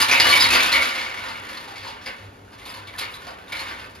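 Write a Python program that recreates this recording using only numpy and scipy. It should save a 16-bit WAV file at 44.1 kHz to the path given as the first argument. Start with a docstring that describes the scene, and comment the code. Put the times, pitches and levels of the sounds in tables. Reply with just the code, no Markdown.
"""A bright clatter of small hard bottles pours into a turning feeder bowl, then settles to a jostle at its rim.
Countless random knocks sound decaying bottle modes; denser bursts make the tumbles, single rings the clacks.
A motor hums faintly over a low rumble, and sparse decaying echoes make the hard workshop.
A phone's two microphone ports colour the sum and the difference of the channels differently."""
import sys
import numpy as np
from scipy import signal
from scipy.fft import rfft, irfft, next_fast_len
from scipy.io import wavfile
from scipy.ndimage import uniform_filter1d

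SR = 44100
rng = np.random.default_rng(int(sys.argv[2]) if len(sys.argv) > 2 else 0)


def invert_db(x):
    """Field ratio 10**(x/20) for x, a level in decibels (scalar or array-like)."""
    u = np.asarray(x, float) / 20
    return 10 ** u


def output_pcm(signal):
    """Save a mono or channel-first signal as 16-bit PCM at the path in sys.argv[1].

    Samples are clipped to [-1, 1] before scaling.
    """
    pcm = np.clip(np.atleast_2d(signal).T, -1, 1) * 32767
    wavfile.write(sys.argv[1], SR, np.round(pcm).astype(np.int16))


N = 176400  # 4 s

# Modes of one bottle. Each row: frequency in Hz, level in dB, t60 in seconds.
BOTTLE_MODES = [(537, 0.5, 0.1), (972, -2.5, 0.02), (1167, -15, 0.037), (1451, -1.5, 0.057),
                (1817, 4, 0.045), (2050, -7, 0.088), (2290, -3, 0.037), (2600, -2.5, 0.11),
                (2920, 2, 0.092), (3385, 3.5, 0.052), (3685, 4.5, 0.048), (4350, 7, 0.021),
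                (4550, -6, 0.092), (4934, 11, 0.055)]
MODE_DETUNE, MODE_SPREAD_DB = 0.015, 7  # standard deviations: share of the frequency, level
TICK_DB, TICK_T60_S = 25, 0.031

# Steady jostle of the heap. Each row: time in seconds, level in dB, tilt in dB (up in treble, down in bass).
JOSTLE_COURSE = [(0.0, -15.5, 0.5), (0.07, -36, 8.5), (0.22, -26.5, -0.5), (0.38, -23, 2),
                 (0.67, -27.5, 1.5), (1.06, -36, -2), (1.6, -43.5, -0.5), (1.99, -52, -5.5),
                 (2.26, -52.5, -3), (2.42, -62, -2), (2.6, -48.5, 0.5), (2.83, -52, -2.5),
                 (3.13, -46, -1.5), (3.33, -42.5, -2), (3.56, -56, -4), (3.69, -40.5, -3),
                 (3.87, -45.5, -2.5), (4.0, -58, 2.5)]
JOSTLE_PER_S, SIZE_SPREAD_DB = 800, 3.6
CLUMP_S, CLUMP_DEPTH_DB = .03, 2.4

# Motor hum. Each row: time in seconds, level in dB.
HUM_COURSE = [(0.0, -44.5), (0.23, -42.5), (0.27, -53), (0.3, -31), (0.33, -49.5), (0.51, -41), (0.71, -62),
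              (0.73, -47), (0.87, -59), (1.47, -52), (1.541, -68), (1.84, -46), (1.87, -61), (1.92, -53),
              (2.17, -64), (2.21, -44), (2.29, -41), (2.37, -54.5), (2.47, -50), (2.52, -62), (2.6, -52),
              (2.65, -52), (2.73, -60), (2.81, -47.5), (3.14, -56), (4.0, -56)]
HUM_HZ, HUM_WAVER_HZ, HUM_STEADY_SHARE = 99.5, 14, .7
# Spectrum of the machine's rumble in the sum. Each row: frequency in Hz, relative level in dB per Hz.
RUMBLE_SUM = [(12, -42.5), (20, 3), (105, -10.5), (160, -11.5), (302, -8), (337, -17.5), (398, -8.5),
              (457, -11.5), (2280, -29.5), (13800, -45.5), (15000, -60)]
# Spectrum of the rumble in the difference. Each row: frequency in Hz, relative level in dB per Hz.
RUMBLE_DIFFERENCE = [(12, -38), (20, -4.5), (86, -16), (204, -5), (228, -16), (328, 3), (1480, -2.5),
                     (1860, -18), (16000, -24)]
RUMBLE_SUM_DB, RUMBLE_DIFFERENCE_DB = -47, -50

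# Tumbles, each a burst of knocks. Each row: start in seconds, level in dB ahead of the common trim,
# low ring in Hz, high ring in Hz, treble rise in seconds, t60 in seconds, tilt in dB (up in treble, down in bass).
TUMBLE_BURSTS = [(0.014, -7, 980, 4720, 0.0035, 0.055, -4.5), (0.082, -5.5, 2370, 3800, 0.003, 0.19, -1),
                 (0.111, -3, 2520, 5900, 0.0034, 0.19, 0), (0.139, -9.5, 2800, 3860, 0.0049, 0.18, 10),
                 (0.199, 0.5, 2110, 4600, 0.0011, 0.12, 8), (0.254, -5, 3010, 4400, 0.002, 0.087, -19),
                 (0.285, -7.5, 1000, 3960, 0.0038, 0.19, 3), (0.318, -1, 2290, 4500, 0.011, 0.069, -4),
                 (0.399, -3.5, 1000, 4650, 0.0019, 0.15, 15), (0.421, -2, 1860, 3860, 0.0018, 0.048, 12),
                 (0.449, -4.5, 2150, 4200, 0.0027, 0.052, 14), (0.5, -8, 2600, 4300, 0.004, 0.69, -0.5),
                 (0.543, -2, 2140, 5070, 0.0061, 0.094, -6), (0.6, -3.5, 2360, 3520, 0.0098, 0.035, -1.5),
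                 (0.718, -5.5, 2000, 3950, 0.00075, 0.22, 1.5),
                 (0.738, -7.5, 2200, 3050, 0.0054, 0.16, -4.5), (0.809, -14.5, 2300, 3720, 0.0059, 0.59, 8),
                 (0.951, -14, 2100, 4020, 0.0058, 0.11, -3), (0.974, -17.5, 2130, 3000, 0.022, 0.46, 1),
                 (1.197, -24.5, 2050, 3790, 0.0073, 0.38, -20), (1.28, -20.5, 960, 4200, 0.0018, 0.16, -1),
                 (1.34, -22.5, 2180, 4270, 0.0045, 0.12, -6), (1.418, -27.5, 1980, 3450, 0.0037, 0.56, -4),
                 (1.489, -24, 2170, 4350, 0.0015, 0.18, -0.5), (1.569, -23.5, 1050, 4350, 0.0019, 0.1, 2),
                 (1.677, -27.5, 820, 3950, 0.0031, 0.21, -0.5),
                 (1.754, -26.5, 2200, 4600, 0.0054, 0.61, 22),
                 (1.829, -24.5, 880, 4100, 0.0025, 0.29, -1.5), (1.869, -24, 960, 4730, 0.0058, 0.19, 2),
                 (2.011, -32, 1910, 5300, 0.0069, 0.74, 14), (2.058, -16, 2130, 4900, 0.0034, 0.14, -3),
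                 (2.52, -34, 1060, 4900, 0.0052, 0.17, -5), (2.582, -34, 990, 3620, 0.0035, 0.21, -1.5),
                 (2.652, -26, 960, 3600, 0.005, 0.34, -0.5), (2.699, -26.5, 1270, 3700, 0.0026, 0.078, 0),
                 (2.74, -26.5, 986, 4600, 0.0019, 0.2, 0.5), (2.87, -24.5, 2140, 3550, 0.0043, 0.11, -2),
                 (2.929, -27.5, 969, 3940, 0.0046, 0.065, -17), (2.979, -13.5, 830, 3950, 0.017, 0.085, 3),
                 (3.008, -15.5, 2280, 4350, 0.0022, 0.13, -1), (3.039, -22, 2210, 3330, 0.0033, 0.089, 14),
                 (3.138, -25.5, 1030, 3780, 0.0012, 0.12, 1.5), (3.267, -22.5, 685, 4420, 0.0016, 0.15, -2),
                 (3.481, -28.5, 1040, 3700, 0.005, 0.17, -1.5), (3.519, -15, 2270, 3900, 0.003, 0.14, -2.5),
                 (3.549, -23, 2190, 3980, 0.005, 0.77, 1), (3.593, -18.5, 970, 4400, 0.0025, 0.13, -1),
                 (3.68, -24, 1430, 3770, 0.0032, 0.13, -0.5), (3.798, -35, 2200, 4380, 0.0032, 0.12, 15),
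                 (3.948, -30, 2080, 4970, 0.003, 0.082, -1)]
TUMBLE_PER_S, TUMBLE_TRIM_DB = 2500, -14
LOW_RISE_TIMES, FADE_POWER = 3, 1.4  # bass rise against treble rise; above 1 the fade speeds up
LOW_RING_WIDTH_HZ, HIGH_RING_WIDTH_HZ = 160, 320
LOW_RING_DB, HIGH_RING_DB = -4.5, -5  # for a tumble of 0 dB
RING_PER_DB, HIGH_RING_T60_S = .17, .3  # harder tumbles ring more; the high ring gets a fade of its own

# Single sharp clacks of one bottle on another. Each row: start in seconds, level in dB, ring in Hz,
# ring t60 in seconds.
CLACK_HITS = [(0.0159, -8.5, 4830, 0.026), (0.113, -10, 2560, 0.066), (0.126, -14, 2235, 0.1),
              (0.150, -11, 2274, 0.034), (0.166, -22, 2220, .04), (0.181, -12.5, 2160, .03),
              (0.199, -7.5, 4350, 0.018), (0.200, -12, 4960, 0.038), (0.201, -12, 2120, 0.031),
              (0.207, -17, 4350, 0.025), (0.225, -19, 2940, .2), (0.2537, -19, 1734, 0.072),
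              (0.291, -13, 4570, 0.043), (0.305, -14, 4320, 0.075), (0.3214, -12, 2296, 0.065),
              (0.324, -13, 2990, 0.068), (0.338, -5, 2207, 0.019), (0.351, -13, 2245, 0.076),
              (0.391, -13.5, 3800, 0.046), (0.404, -22, 4440, .03), (0.410, -14, 5000, 0.068),
              (0.4178, -20, 1930, 0.043), (0.428, -15.5, 3840, 0.075), (0.44, -6, 4390, 0.021),
              (0.452, -16, 4390, 0.024), (0.456, -17.5, 2217, 0.046), (0.501, -17, 2600, .03),
              (0.5532, -13.5, 4550, 0.044), (0.557, -19.5, 4910, 0.11), (0.5985, -12.5, 2300, 0.03),
              (0.607, -24, 2600, 0.074), (0.7374, -8, 2252, 0.031), (0.755, -9, 2230, 0.035),
              (0.725, -19, 4370, 0.021), (0.820, -14.5, 2290, 0.038), (0.910, -22, 2140, 0.029),
              (0.953, -32, 4950, .03), (0.984, -25, 2296, 0.069), (1.062, -26, 2266, 0.041),
              (1.174, -25.5, 2190, .05), (1.678, -38.5, 820, 0.058), (1.722, -38.5, 784, 0.057),
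              (1.874, -37, 4450, .03), (1.505, -40, 4350, .03), (1.5718, -31, 4320, .03),
              (1.7534, -43, 4900, .015), (2.0602, -45, 2060, 0.047), (2.478, -48, 1460, .09),
              (2.618, -40.5, 2110, 0.061), (2.6527, -31.5, 4370, 0.025), (2.693, -33.5, 4980, 0.025),
              (2.7392, -28, 4280, .015), (2.8699, -37, 4400, 0.015), (2.875, -40, 2150, .04),
              (2.951, -36, 1760, 0.066), (2.986, -29, 4540, 0.018), (2.996, -30, 4500, 0.034),
              (3.008, -33, 2380, 0.073), (3.033, -32, 2160, .05), (3.055, -31, 2110, 0.023),
              (3.1408, -31.5, 3960, 0.033), (3.481, -33, 3730, 0.018), (3.5213, -27.5, 2185, 0.056),
              (3.552, -27, 2290, 0.047), (3.5927, -22, 4270, 0.027), (3.716, -38, 2250, 0.028)]
CLACK_RISE_S, CLACK_KNOCK_DB, CLACK_TILT_DB = .002, -7.5, -3
TWIN_SHARE, TWIN_DETUNE = .45, .035  # amplitude of the beating twin, its largest share of detuning

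# Decay of the workshop. Each row: frequency in Hz, t60 in seconds.
ROOM_DECAY = [(200, 0.37), (1000, 0.52), (3000, 0.36), (6000, 0.079), (12000, 0.1)]
ROOM_HALF_TURNS_PER_S = 7
ROOM_SUM_DB, ROOM_DIFFERENCE_DB = -5, -10

# Colour of the knocks in the sum of the ports. Each row: frequency in Hz, gain in dB.
SUM_COLOUR = [(35, -47), (60, -5.5), (102, -23), (150, -19), (266, -6.5), (471, -15), (529, -9.5),
              (745, -10), (937, -4), (1550, -4), (2190, -4), (3300, -8), (4450, -6.5), (5050, -14.5),
              (5500, -14), (7190, -18), (8250, -17.5), (9910, -16), (14300, -24.5)]
# Colour of the knocks in the difference, ahead of its trim. Each row: frequency in Hz, gain in dB.
DIFFERENCE_COLOUR = [(59, -83.5), (100, -51.5), (344, -15), (1490, 3), (1730, -6.5), (2600, -7),
                     (6350, -11), (9310, -7), (12000, -21), (13700, -20.5), (16200, -5)]
DIFFERENCE_TRIM_DB, DIFFERENCE_DIRECT_DB = 6, -11
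# Top treble of the knocks, above 8 kHz. Each row: time in seconds, gain in dB.
TOP_COURSE = [(0, 3), (.1, 0), (.19, -1), (.3, 1.5), (.6, -0.5), (.8, 0), (1.101, -5), (1.5, 0.5),
              (1.9, -4), (2.07, -1.5), (2.3, 1.5), (2.6, -1), (2.72, 6), (2.85, -3), (2.99, 7),
              (3.05, -3.5), (3.14, 5.5), (3.3, -2), (3.5, 2.5), (3.7, -3), (4, 2)]
# Band edges of the sum. Each row: frequency in Hz, gain in dB.
SUM_EDGES = [(20, -29.5), (60, -0.5), (14200, -0.5), (14700, -26), (16000, -40), (16400, -60)]
# Upper band edge of the difference. Each row: frequency in Hz, gain in dB.
DIFFERENCE_EDGE = [(15700, -3.5), (16000, -15), (16400, -59.5)]
# Where the ports cancel: centre in Hz, width in Hz, gain in dB.
SUM_NULL, DIFFERENCE_NULL = (8300, 1150, -45), (12100, 1500, -30)


def evened(x):
    """Scales to rms 1."""
    return x / np.sqrt(np.mean(x ** 2) + 1e-20)


def read(points, hz):
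    """Reads a table on a log-frequency axis."""
    f, value = np.transpose(points)
    return np.interp(np.log(hz + 1), np.log(f + 1), value)


def add(mix, s, sound):
    """Mixes a sound in at time s."""
    part = mix[round(s * SR):][:len(sound)]
    part += sound[:len(part)]


def coloured(x, points, null=(1, 1, 0), turn=1):
    """Filters by a spectrum table and one flat-bottomed null; turn is a phase factor."""
    size = next_fast_len(len(x) + 4096)
    hz = np.fft.rfftfreq(size, 1 / SR)
    centre, width, depth_db = null
    db = read(points, hz) + depth_db * np.exp(-((hz - centre) / width * 2) ** 4)
    return irfft(rfft(x, size) * invert_db(db) * turn, size)[:len(x)]


def tilted(x, db, low_gain=1, high_gain=1):
    """Raises what lies above 3.3 kHz by db and lowers what lies below by as much."""
    low = signal.sosfilt(signal.butter(2, 3300, fs=SR, output="sos"), x)
    high = x - low
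    return low * invert_db(-db) * low_gain + high * invert_db(db) * high_gain


def knock_shapes(count=36):
    """A noise tick plus the bottle's modes, detuned and weighed anew for each bottle and place of contact."""
    t = np.arange(4096) / SR
    hz, db, t60 = np.transpose(BOTTLE_MODES)[:, None, :, None]
    weight, detune = rng.standard_normal((2, count, len(BOTTLE_MODES), 1))
    level_db = db + MODE_SPREAD_DB * np.clip(weight, -2, 1) - 60 * t / t60
    rings = invert_db(level_db) * np.sin(2 * np.pi * hz * (1 + MODE_DETUNE * detune) * t)
    tick = invert_db(TICK_DB - 60 * t / TICK_T60_S) * rng.standard_normal((count, len(t)))
    return rings.sum(1) + tick


def knocks(per_s, shapes):
    """A random stream of knocks of uneven size, each with one of the shapes."""
    size_db = SIZE_SPREAD_DB * np.minimum(rng.exponential(1, N), 4)
    size = invert_db(size_db) * (rng.random(N) < per_s / SR)
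    which = rng.integers(0, len(shapes), N)
    return size, which


def sounded(size, which, shapes):
    """Each knock plays its shape."""
    return sum(signal.oaconvolve(size * (which == k), shape)[:N] for k, shape in enumerate(shapes))


def jostle(shapes):
    """The heap of bottles rubs and knocks in clumps: smoothed noise makes the knocks harder and softer."""
    t = np.arange(N) / SR
    s, db, tilt = np.transpose(JOSTLE_COURSE)
    size, which = knocks(JOSTLE_PER_S, shapes)
    width = round(CLUMP_S * SR)
    clumps = evened(uniform_filter1d(uniform_filter1d(rng.standard_normal(N), width), width))
    clumped = size * invert_db(CLUMP_DEPTH_DB * clumps)
    stream = evened(coloured(sounded(clumped, which, shapes), SUM_COLOUR))
    return tilted(stream, np.interp(t, s, tilt)) * invert_db(np.interp(t, s, db))


def motor():
    """A hum wavering in level and phase over the machine's wide noise rumble: sum and difference."""
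    t = np.arange(N) / SR
    s, db = np.transpose(HUM_COURSE)
    slow = signal.butter(2, HUM_WAVER_HZ, fs=SR, output="sos")
    waver = signal.sosfilt(slow, rng.standard_normal((2, N)))
    wandering = evened(waver[0]) + 1j * evened(waver[1])
    swing = HUM_STEADY_SHARE + (1 - HUM_STEADY_SHARE) * wandering
    hum = evened((swing * np.exp(2j * np.pi * HUM_HZ * t)).real) * invert_db(np.interp(t, s, db))
    sum_noise, difference_noise = rng.standard_normal((2, N))
    rumble = invert_db(RUMBLE_SUM_DB) * evened(coloured(sum_noise, RUMBLE_SUM))
    difference = invert_db(RUMBLE_DIFFERENCE_DB) * evened(coloured(difference_noise, RUMBLE_DIFFERENCE))
    return hum + rumble, difference


def ringing(x, hz, width_hz):
    """One ring picked out of a stream of knocks by a two-pole resonator, rms 1."""
    r = np.exp(-np.pi * width_hz / SR)
    return evened(signal.lfilter([1, 0, -1], [1, -2 * r * np.cos(2 * np.pi * hz / SR), r * r], x))


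def tumbles(shapes):
    """Bursts of dense knocks that swell, treble first, and fade; a low and a high ring stand out in each."""
    stream = evened(coloured(sounded(*knocks(TUMBLE_PER_S, shapes), shapes), SUM_COLOUR))
    out = np.zeros(N)
    t = np.arange(SR // 3) / SR
    excerpts = rng.integers(0, N - len(t), len(TUMBLE_BURSTS))
    for (s, db, low_hz, high_hz, rise, t60, tilt), at in zip(TUMBLE_BURSTS, excerpts):
        part = stream[at:at + len(t)]
        low_gain = invert_db(LOW_RING_DB + RING_PER_DB * db)
        high_gain = invert_db(HIGH_RING_DB + RING_PER_DB * db - 60 * t / HIGH_RING_T60_S)
        low_ring = low_gain * ringing(part, low_hz, LOW_RING_WIDTH_HZ)
        high_ring = high_gain * ringing(part, high_hz, HIGH_RING_WIDTH_HZ)
        low_rise = np.minimum(t / (LOW_RISE_TIMES * rise), 1)
        high_rise = np.minimum(t / rise, 1)
        fade = invert_db(-60 * (t / t60) ** FADE_POWER)
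        burst = fade * tilted(part + low_ring + high_ring, tilt, low_rise, high_rise)
        # each burst gets the energy of its fade, whatever its tilt and rings
        burst *= np.linalg.norm(fade) / np.linalg.norm(burst)
        add(out, s, invert_db(db + TUMBLE_TRIM_DB) * burst)
    return out


def clacks(shapes):
    """One dry knock each, with the ring of the mode that it strikes most and a close twin that beats with it."""
    out = np.zeros(N)
    t = np.arange(shapes.shape[1]) / SR
    for (s, db, hz, t60), (pick, gap) in zip(CLACK_HITS, rng.random((len(CLACK_HITS), 2))):
        shape = shapes[int(pick * len(shapes))]
        # the pad keeps the filter's early ripple from wrapping round
        knock = tilted(coloured(np.pad(shape, (64, 0)), SUM_COLOUR), CLACK_TILT_DB)[64:]
        knock = invert_db(CLACK_KNOCK_DB) * knock / abs(knock).max()
        twin_hz = hz * (1 + TWIN_DETUNE * (2 * gap - 1))
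        pair = np.sin(2 * np.pi * hz * t) + TWIN_SHARE * np.sin(2 * np.pi * twin_hz * t)
        ring = invert_db(-60 * t / t60) * pair
        add(out, s, np.minimum(t / CLACK_RISE_S, 1) * invert_db(db) * (knock + ring))
    return out


def room(x):
    """Tails of sparse taps, each band dying at its own speed; the moving heap feeds three paths in turn."""
    taps = np.zeros((6, SR))  # three paths for the sum, three for the difference
    at = np.arange(100, SR - 20, 20) + rng.integers(0, 20, (6, (SR - 101) // 20))
    np.put_along_axis(taps, at, rng.choice([-1., 1.], at.shape), 1)
    hz, t, z = signal.stft(taps, SR, nperseg=256)
    decay = invert_db(-60 * t / read(ROOM_DECAY, hz)[:, None])
    tail = signal.istft(z * decay, SR, nperseg=256)[1][:, :SR // 2]
    turn = np.pi * (ROOM_HALF_TURNS_PER_S * np.arange(N) / SR + np.arange(6)[:, None] / 3)
    feed = x * np.cos(turn) * np.sqrt(2 / 3)
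    wet = signal.fftconvolve(feed, tail / np.linalg.norm(tail[0]), axes=1)[:, :N]
    return wet[:3].sum(0), wet[3:].sum(0)


def top_treble(bottles):
    """The treble above 8 kHz flickers in level."""
    low = signal.sosfiltfilt(signal.butter(4, 8000, fs=SR, output="sos"), bottles)
    s, db = np.transpose(TOP_COURSE)
    return low + (bottles - low) * invert_db(np.interp(np.arange(N) / SR, s, db))


def ports(mid, side, hum_mid, hum_side):
    """The two ports colour sum and difference, each with a null; the bottles' difference lies a quarter turn off."""
    # the knocks already carry the colour of the sum, so the difference takes only what sets it apart
    ratio = [(hz, read(DIFFERENCE_COLOUR, hz) - read(SUM_COLOUR, hz) + DIFFERENCE_TRIM_DB)
             for hz in np.geomspace(30, 14000, 200)]
    mid = coloured(mid + hum_mid, SUM_EDGES, SUM_NULL)
    side = coloured(coloured(side, ratio, turn=1j) + hum_side, DIFFERENCE_EDGE, DIFFERENCE_NULL)
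    return mid, side


def scene():
    """Bottles, room and motor as sum and difference, then left and right."""
    shapes = knock_shapes()
    bottles = top_treble(jostle(shapes) + tumbles(shapes) + clacks(shapes))
    room_mid, room_side = room(bottles)
    mid = bottles + invert_db(ROOM_SUM_DB) * room_mid
    side = invert_db(DIFFERENCE_DIRECT_DB) * mid + invert_db(ROOM_DIFFERENCE_DB) * room_side
    mid, side = ports(mid, side, *motor())
    return np.array([mid + side, mid - side])


def low_pass(x):
    """Removes everything above the highest recorded frequency."""
    return signal.sosfilt(signal.butter(12, 16450, fs=SR, output="sos"), x)


def record(dry):
    """Hands on the finished mix."""
    return low_pass(dry)


dry = scene()
out = record(dry)
output_pcm(out)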